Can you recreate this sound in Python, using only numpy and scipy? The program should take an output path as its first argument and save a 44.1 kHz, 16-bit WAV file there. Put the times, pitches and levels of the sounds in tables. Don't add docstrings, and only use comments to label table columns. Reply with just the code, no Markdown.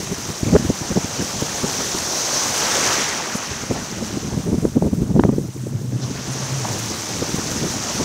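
import sys
import numpy as np
from scipy import signal
from scipy.io import wavfile
from scipy.ndimage import uniform_filter1d

SR = 44100
rng = np.random.default_rng(int(sys.argv[2]) if len(sys.argv) > 2 else 0)


def pcm_store(signal):
    levels = np.round(np.clip(np.atleast_2d(signal), -1, 1) * 32767)
    wavfile.write(sys.argv[1], SR, levels.astype(np.int16).T)


N = 354563
TIME = np.arange(N) / SR

# t/s, f/Hz, level/dB
HUM_CURVE = [(5.42, 130, -34.5), (5.62, 125.8, -32.5), (5.77, 124, -24.5), (5.93, 124, -24),
             (6.02, 129.2, -30), (6.3, 131.2, -29.5), (6.55, 130.7, -27), (6.7, 113.4, -28),
             (6.95, 107, -33)]
# t/s, level/dB
BREEZE_CURVE = [(0, -30), (.35, -42.5), (.85, -43), (1.2, -35.5), (1.75, -31.5), (2.15, -46), (3.25, -59),
                (3.55, -36.5), (4.35, -28), (5.55, -33), (6.95, -33.5), (7.25, -31.5), (8.04, -33)]
# start/s, length/s, level/dB
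GUST_EVENTS = [(0.468, 0.13, -25), (4.466, 0.67, -21.5), (5.147, 0.13, -20)]
# t/s, peak level/dB, length/s, core thump f/Hz
PUFF_EVENTS = [(.124, -22, 0.022, 303), (0.296, -22.5, 0.02, 300), (.434, -18, 0.0081, 148),
               (.536, -10, 0.025, 198), (.552, -9, 0.0079, 320), (0.564, -6.5, 0.0097, 516),
               (.653, -18.5, 0.024, 162), (.702, -14, 0.016, 390), (0.817, -24, .012, 198),
               (0.915, -19.5, 0.024, 380), (.972, -13.5, 0.023, 520), (1.048, -20.5, 0.01, 200),
               (1.21, -20.5, 0.039, 306), (1.4245, -19, 0.011, 298), (1.643, -19, .016, 280),
               (1.807, -21.5, 0.0083, 248), (1.95, -25, 0.015, 300), (3.355, -20, 0.0067, 227),
               (3.517, -25, 0.014, 248), (3.637, -23, 0.0066, 200), (3.713, -17.5, 0.023, 460),
               (4.025, -21, 0.024, 306), (4.175, -21, 0.018, 218), (4.377, -17.5, .015, 220),
               (4.485, -17, .04, 200), (4.544, -15, 0.0069, 302), (4.653, -12, .0073, 330),
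               (4.772, -12, 0.022, 260), (4.8244, -13.5, 0.011, 550), (4.935, -15.5, .014, 170),
               (5.022, -15, .007, 180), (5.164, -11.5, 0.032, 402), (5.196, -4.5, 0.0061, 300),
               (5.1975, -8.5, .0008, 920), (5.2374, -7.5, 0.00075, 710), (5.2517, -7.5, 0.0059, 282),
               (5.292, -11, .016, 300), (5.384, -15, 0.0045, 314), (5.669, -22.5, 0.012, 320),
               (5.93, -23.5, 0.022, 172), (6.111, -25, 0.022, 283), (7.224, -16.5, 0.012, 322),
               (7.345, -19.5, 0.011, 277), (7.386, -22, 0.0099, 300), (7.64, -20.5, 0.054, 300),
               (8.01, -19, 0.033, 280)]
# f/Hz, level/dB per Hz
BUFFET_SPECTRUM = [(20, -18), (45, -13.5), (80, -2.5), (135, 0), (190, 1), (260, -3), (380, -9.5),
                   (550, -21), (850, -40.5), (1400, -68), (2200, -80)]
# t/s, level/dB, f/Hz, length/s
SPLASH_EVENTS = [(1.587, -43, 11000, .03), (2.182, -32, 6100, 0.24), (2.38, -30, 6200, 0.13),
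                 (2.917, -25, 1510, .04), (3.365, -36, 10900, 0.023), (3.764, -31, 860, 0.035),
                 (6.034, -39, 5240, 0.025), (6.331, -38, 9000, 0.017), (6.651, -21, 1039, 0.0071),
                 (6.685, -28.5, 1040, 0.015), (6.744, -34, 796, 0.076)]
# f/Hz, level/dB per Hz
TUMBLE_SPECTRUM = [(50, -9), (130, -0.5), (320, 1.5), (480, 0.5), (750, -0.5), (1400, -3.5), (2200, -8.5),
                   (3500, -11.5), (7000, -17.5)]
SPRAY_SPECTRUM = [(1500, -8.5), (2800, -3), (4200, -1), (6000, 0.5), (8000, -7), (11000, -18), (15500, -23)]
FOAM_SPECTRUM = [(3000, 4.5), (5000, -3.5), (8000, 7.5), (11000, 0.5), (15500, 1)]
# t/s, level/dB above the usual
WASH_CURVE = [(0, 0), (.8, 0.7), (1.1, 2.5), (1.8, 7), (2.1, 5), (2.88, 13), (3.2, 4.5), (3.7, -.7),
              (4.2, -2.5), (4.8, -13.5), (5.9, -15), (6.04, -5.5), (6.42, 2), (7.7, 4), (8.04, 6)]
# t/s, level/dB
FOAM_CURVE = [(0, -43.5), (1.2, -44), (1.6, -39.5), (2.8, -35.5), (3.3, -46), (6.0, -51), (6.8, -41),
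              (8.04, -42.5)]

GUST_RISE_S, GUST_FALL_S = 0.04, 0.14
EDDIES_PER_S, EDDY_OVER_WIND_DB, EDDY_SCATTER_DB, EDDY_S = 6, 5.5, 1.5, 0.014
TUMBLE_DB, SPRAY_DB = -33.5, -38.5
TUMBLE_FOLLOWS = 0.79
BREAK_START_S, BREAK_PEAK_S, BREAK_DB = 2.19, 2.89, -26
BREAK_FADE_IN_S = 0.23
BREAK_SWELL_DB_PER_S, BREAK_DECAY_DB_PER_S = 11.5, 17
CLOUD_START_HZ, CLOUD_END_HZ, CLOUD_RISE_S = 740, 1620, 0.68
PORT_HZ, PORT_Q, PORT_ADDED_DB = 6174, 5.54, 7
OVERLOAD, CUTOFF_HZ = 0.7, 15700


def from_db(db):
    return 10 ** (np.asarray(db) / 20)


def rms_one(x):
    return x / np.sqrt(np.mean(x ** 2) + 1e-20)


def in_time(rows):
    times_s, *columns = np.transpose(rows)
    return [np.interp(TIME, times_s, column) for column in columns]


def at_hz(spectrum, hz):
    freqs_hz, levels_db = np.transpose(spectrum)
    return np.interp(np.log(hz), np.log(freqs_hz), levels_db)


def drift(rate_hz):
    pole = np.exp(-2 * np.pi * rate_hz * 40 / SR)
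    noise = rng.standard_normal(N // 40 + 2002)
    slow = signal.lfilter([1], [1, -2 * pole, pole * pole], noise)[2000:]
    return np.interp(np.arange(N) / 40, np.arange(len(slow)), rms_one(slow))


def band(x, low_hz, high_hz):
    edges_hz = [low_hz, min(high_hz, .45 * SR)]
    sos = signal.butter(2, edges_hz, "band", fs=SR, output="sos")
    return signal.sosfilt(sos, x + 1e-18)


def bands(low_hz, high_hz, count):
    edges = np.geomspace(low_hz, high_hz, count + 1)
    return zip(edges, np.sqrt(edges[:-1] * edges[1:]), edges[1:])


def swell(at_s, length_s):
    out = np.zeros(N)
    near = slice(max(int((at_s - 2 * length_s) * SR), 0), int((at_s + 2 * length_s) * SR))
    out[near] = np.exp(-2 * ((TIME[near] - at_s) / length_s) ** 2)
    return out


def evened(x, window_s):
    size = max(int(window_s * SR), 2)
    power = uniform_filter1d(uniform_filter1d(x * x, size), size)
    return x / np.sqrt(np.abs(power) + 1e-12)


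def while_listed(rows, fade_s=0.26):
    inside_s = np.minimum(TIME - rows[0][0], rows[-1][0] - TIME)
    return np.clip(1 + inside_s / fade_s, 0, 1)


def edge_hum(waver_hz=10, steady=0.93, flutter_db=4.5):
    hz, db = in_time(HUM_CURVE)
    phase = 2 * np.pi * np.cumsum(hz) / SR
    note = (steady + drift(waver_hz)) * np.cos(phase) + drift(waver_hz) * np.sin(phase)
    return from_db(db + flutter_db * drift(7.3)) * evened(note, 0.1) * while_listed(HUM_CURVE)


def airflow():
    flow = from_db(in_time(BREEZE_CURVE)[0])
    for start_s, length_s, db in GUST_EVENTS:
        before = np.maximum(start_s - TIME, 0) / GUST_RISE_S
        after = np.maximum(TIME - start_s - length_s, 0) / GUST_FALL_S
        flow = np.maximum(flow, from_db(db) * np.exp(-before - after))
    return flow


def stray_eddies(flow):
    count = int(np.clip(EDDIES_PER_S * N / SR, 1, 200))
    eddies = []
    for when, strength, size in rng.random((200, 3))[:count]:
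        wind_db = 20 * np.log10(flow[int(when * N)])
        peak_db = wind_db + EDDY_OVER_WIND_DB + EDDY_SCATTER_DB * (2 * strength - 1)
        eddies.append((when * N / SR, peak_db, EDDY_S * (.5 + size)))
    return eddies


def eddy_core(at_s, hz):
    out = np.zeros(N)
    near = slice(max(int(at_s * SR) - SR // 50, 0), int(at_s * SR) + SR // 50)
    spread = (np.pi * hz * (TIME[near] - at_s)) ** 2
    out[near] = (2 * spread - 1) * np.exp(-spread)
    return out


def wind(flutter_db=4.0, flapping_db=2.0, flutter_top_db=6.5, brightening=0.53,
         smooth_flow=0.55, dull_hz=1400, core_over_puff_db=5.0):
    flow = airflow()
    unsteady_db = flutter_db * drift(15.8) + flapping_db * drift(42)
    breeze = flow * from_db(np.minimum(unsteady_db, flutter_top_db))
    puffs, cores, strays = np.zeros((3, N))
    for at_s, db, length_s, core_hz in PUFF_EVENTS:
        puffs += from_db(db) * swell(at_s, length_s)
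        cores += from_db(db + core_over_puff_db) * eddy_core(at_s, core_hz)
    for at_s, db, length_s in stray_eddies(flow):
        strays = np.maximum(strays, from_db(db) * swell(at_s, length_s))
    force = np.max([breeze, strays, puffs], axis=0)
    hardness = force / np.sqrt(uniform_filter1d(force ** 2, SR // 2))
    slow_eddies = 1 - smooth_flow * while_listed(HUM_CURVE)
    white, rumble = rng.standard_normal((2, N)), 0
    for k, (low, hz, high) in enumerate(bands(21.9, 2320, count=14)):
        octaves_up = max(np.log2(hz / 160), 0)
        gain = from_db(at_hz(BUFFET_SPECTRUM, hz)) * hardness ** (brightening * octaves_up)
        if hz < 90:
            gain = gain * slow_eddies
        rumble = rumble + band(white[k % 2], low, high) * gain
    pressure = force * evened(rumble, 0.029)
    return cores + signal.sosfilt(signal.butter(4, dull_hz, fs=SR, output="sos"), pressure)


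def splashes():
    out = np.zeros(N)
    for at_s, db, hz, length_s in SPLASH_EVENTS:
        water = rms_one(band(rng.standard_normal(N), hz / 1.6, hz * 1.08))
        out += from_db(db) * swell(at_s, length_s) * water
    return out


def bubbles(spectrum, low_hz, high_hz, per_s, size_db, blur, patchy_db, surge_db, count):
    out, surge = 0, surge_db * drift(10.0)
    far = rng.standard_normal((2, N))
    chance = rng.random((2, N))
    sizes = from_db(size_db * np.minimum(rng.exponential(1, N), 4)) * rng.choice([-1, 1], N)
    for k, (low, hz, high) in enumerate(bands(low_hz, high_hz, count)):
        born = np.roll(chance[k % 2], k * SR // 7) < per_s / count / SR
        water = rms_one(sizes * born) + blur * far[k % 2]
        level_db = at_hz(spectrum, hz) + patchy_db * drift(16.3)
        out = out + band(water, low, high) * from_db(level_db)
    return rms_one(out * from_db(surge))


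def breaker(width_octaves=0.85):
    age_s, past_peak_s = TIME - BREAK_START_S, TIME - BREAK_PEAK_S
    db = BREAK_DB + np.minimum(BREAK_SWELL_DB_PER_S * past_peak_s, -BREAK_DECAY_DB_PER_S * past_peak_s)
    rise = np.clip(age_s / CLOUD_RISE_S, 0, 1)
    pitch_hz = CLOUD_START_HZ * (CLOUD_END_HZ / CLOUD_START_HZ) ** rise
    cloud = 0
    for low, hz, high in bands(355, 4170, count=8):
        born = rng.random(N) < 900 / SR
        rings = rms_one(band(rng.standard_normal(N) * born, low, high))
        cloud = cloud + rings * np.exp(-.5 * (np.log2(hz / pitch_hz) / width_octaves) ** 2)
    return from_db(db) * rms_one(cloud) * np.clip(1 + age_s / BREAK_FADE_IN_S, 0, 1)


def surf():
    wash_db, = in_time(WASH_CURVE)
    foam_db, = in_time(FOAM_CURVE)
    spatter_db = .5 * drift(37)
    tumble = bubbles(TUMBLE_SPECTRUM, 47.4, 6880, per_s=4000, size_db=2.5, blur=1.0,
                     patchy_db=1.4, surge_db=0.51, count=20)
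    spray = bubbles(SPRAY_SPECTRUM, 1460, 15900, per_s=12000, size_db=6.0, blur=1.55,
                    patchy_db=0.87, surge_db=0.1, count=10)
    foam = bubbles(FOAM_SPECTRUM, 3330, 15660, per_s=2400, size_db=2.5, blur=1.54,
                   patchy_db=0.9, surge_db=0.8, count=6)
    tumble = tumble * from_db(TUMBLE_DB + TUMBLE_FOLLOWS * wash_db)
    spray = spray * from_db(SPRAY_DB + wash_db + spatter_db)
    foam = foam * from_db(foam_db + 2 * spatter_db)
    return tumble + spray + foam


def scene():
    mono = edge_hum() + wind() + splashes() + breaker() + surf()
    return np.array([mono, mono])


def record(dry):
    ringing = signal.lfilter(*signal.iirpeak(PORT_HZ, PORT_Q, fs=SR), dry)
    ported = dry + from_db(PORT_ADDED_DB) * ringing
    clipped = ported / (1 + (ported / OVERLOAD) ** 12) ** (1 / 12)
    return signal.sosfilt(signal.ellip(16, .1, 90, CUTOFF_HZ, fs=SR, output="sos"), clipped)


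dry = scene()
out = record(dry)
pcm_store(out)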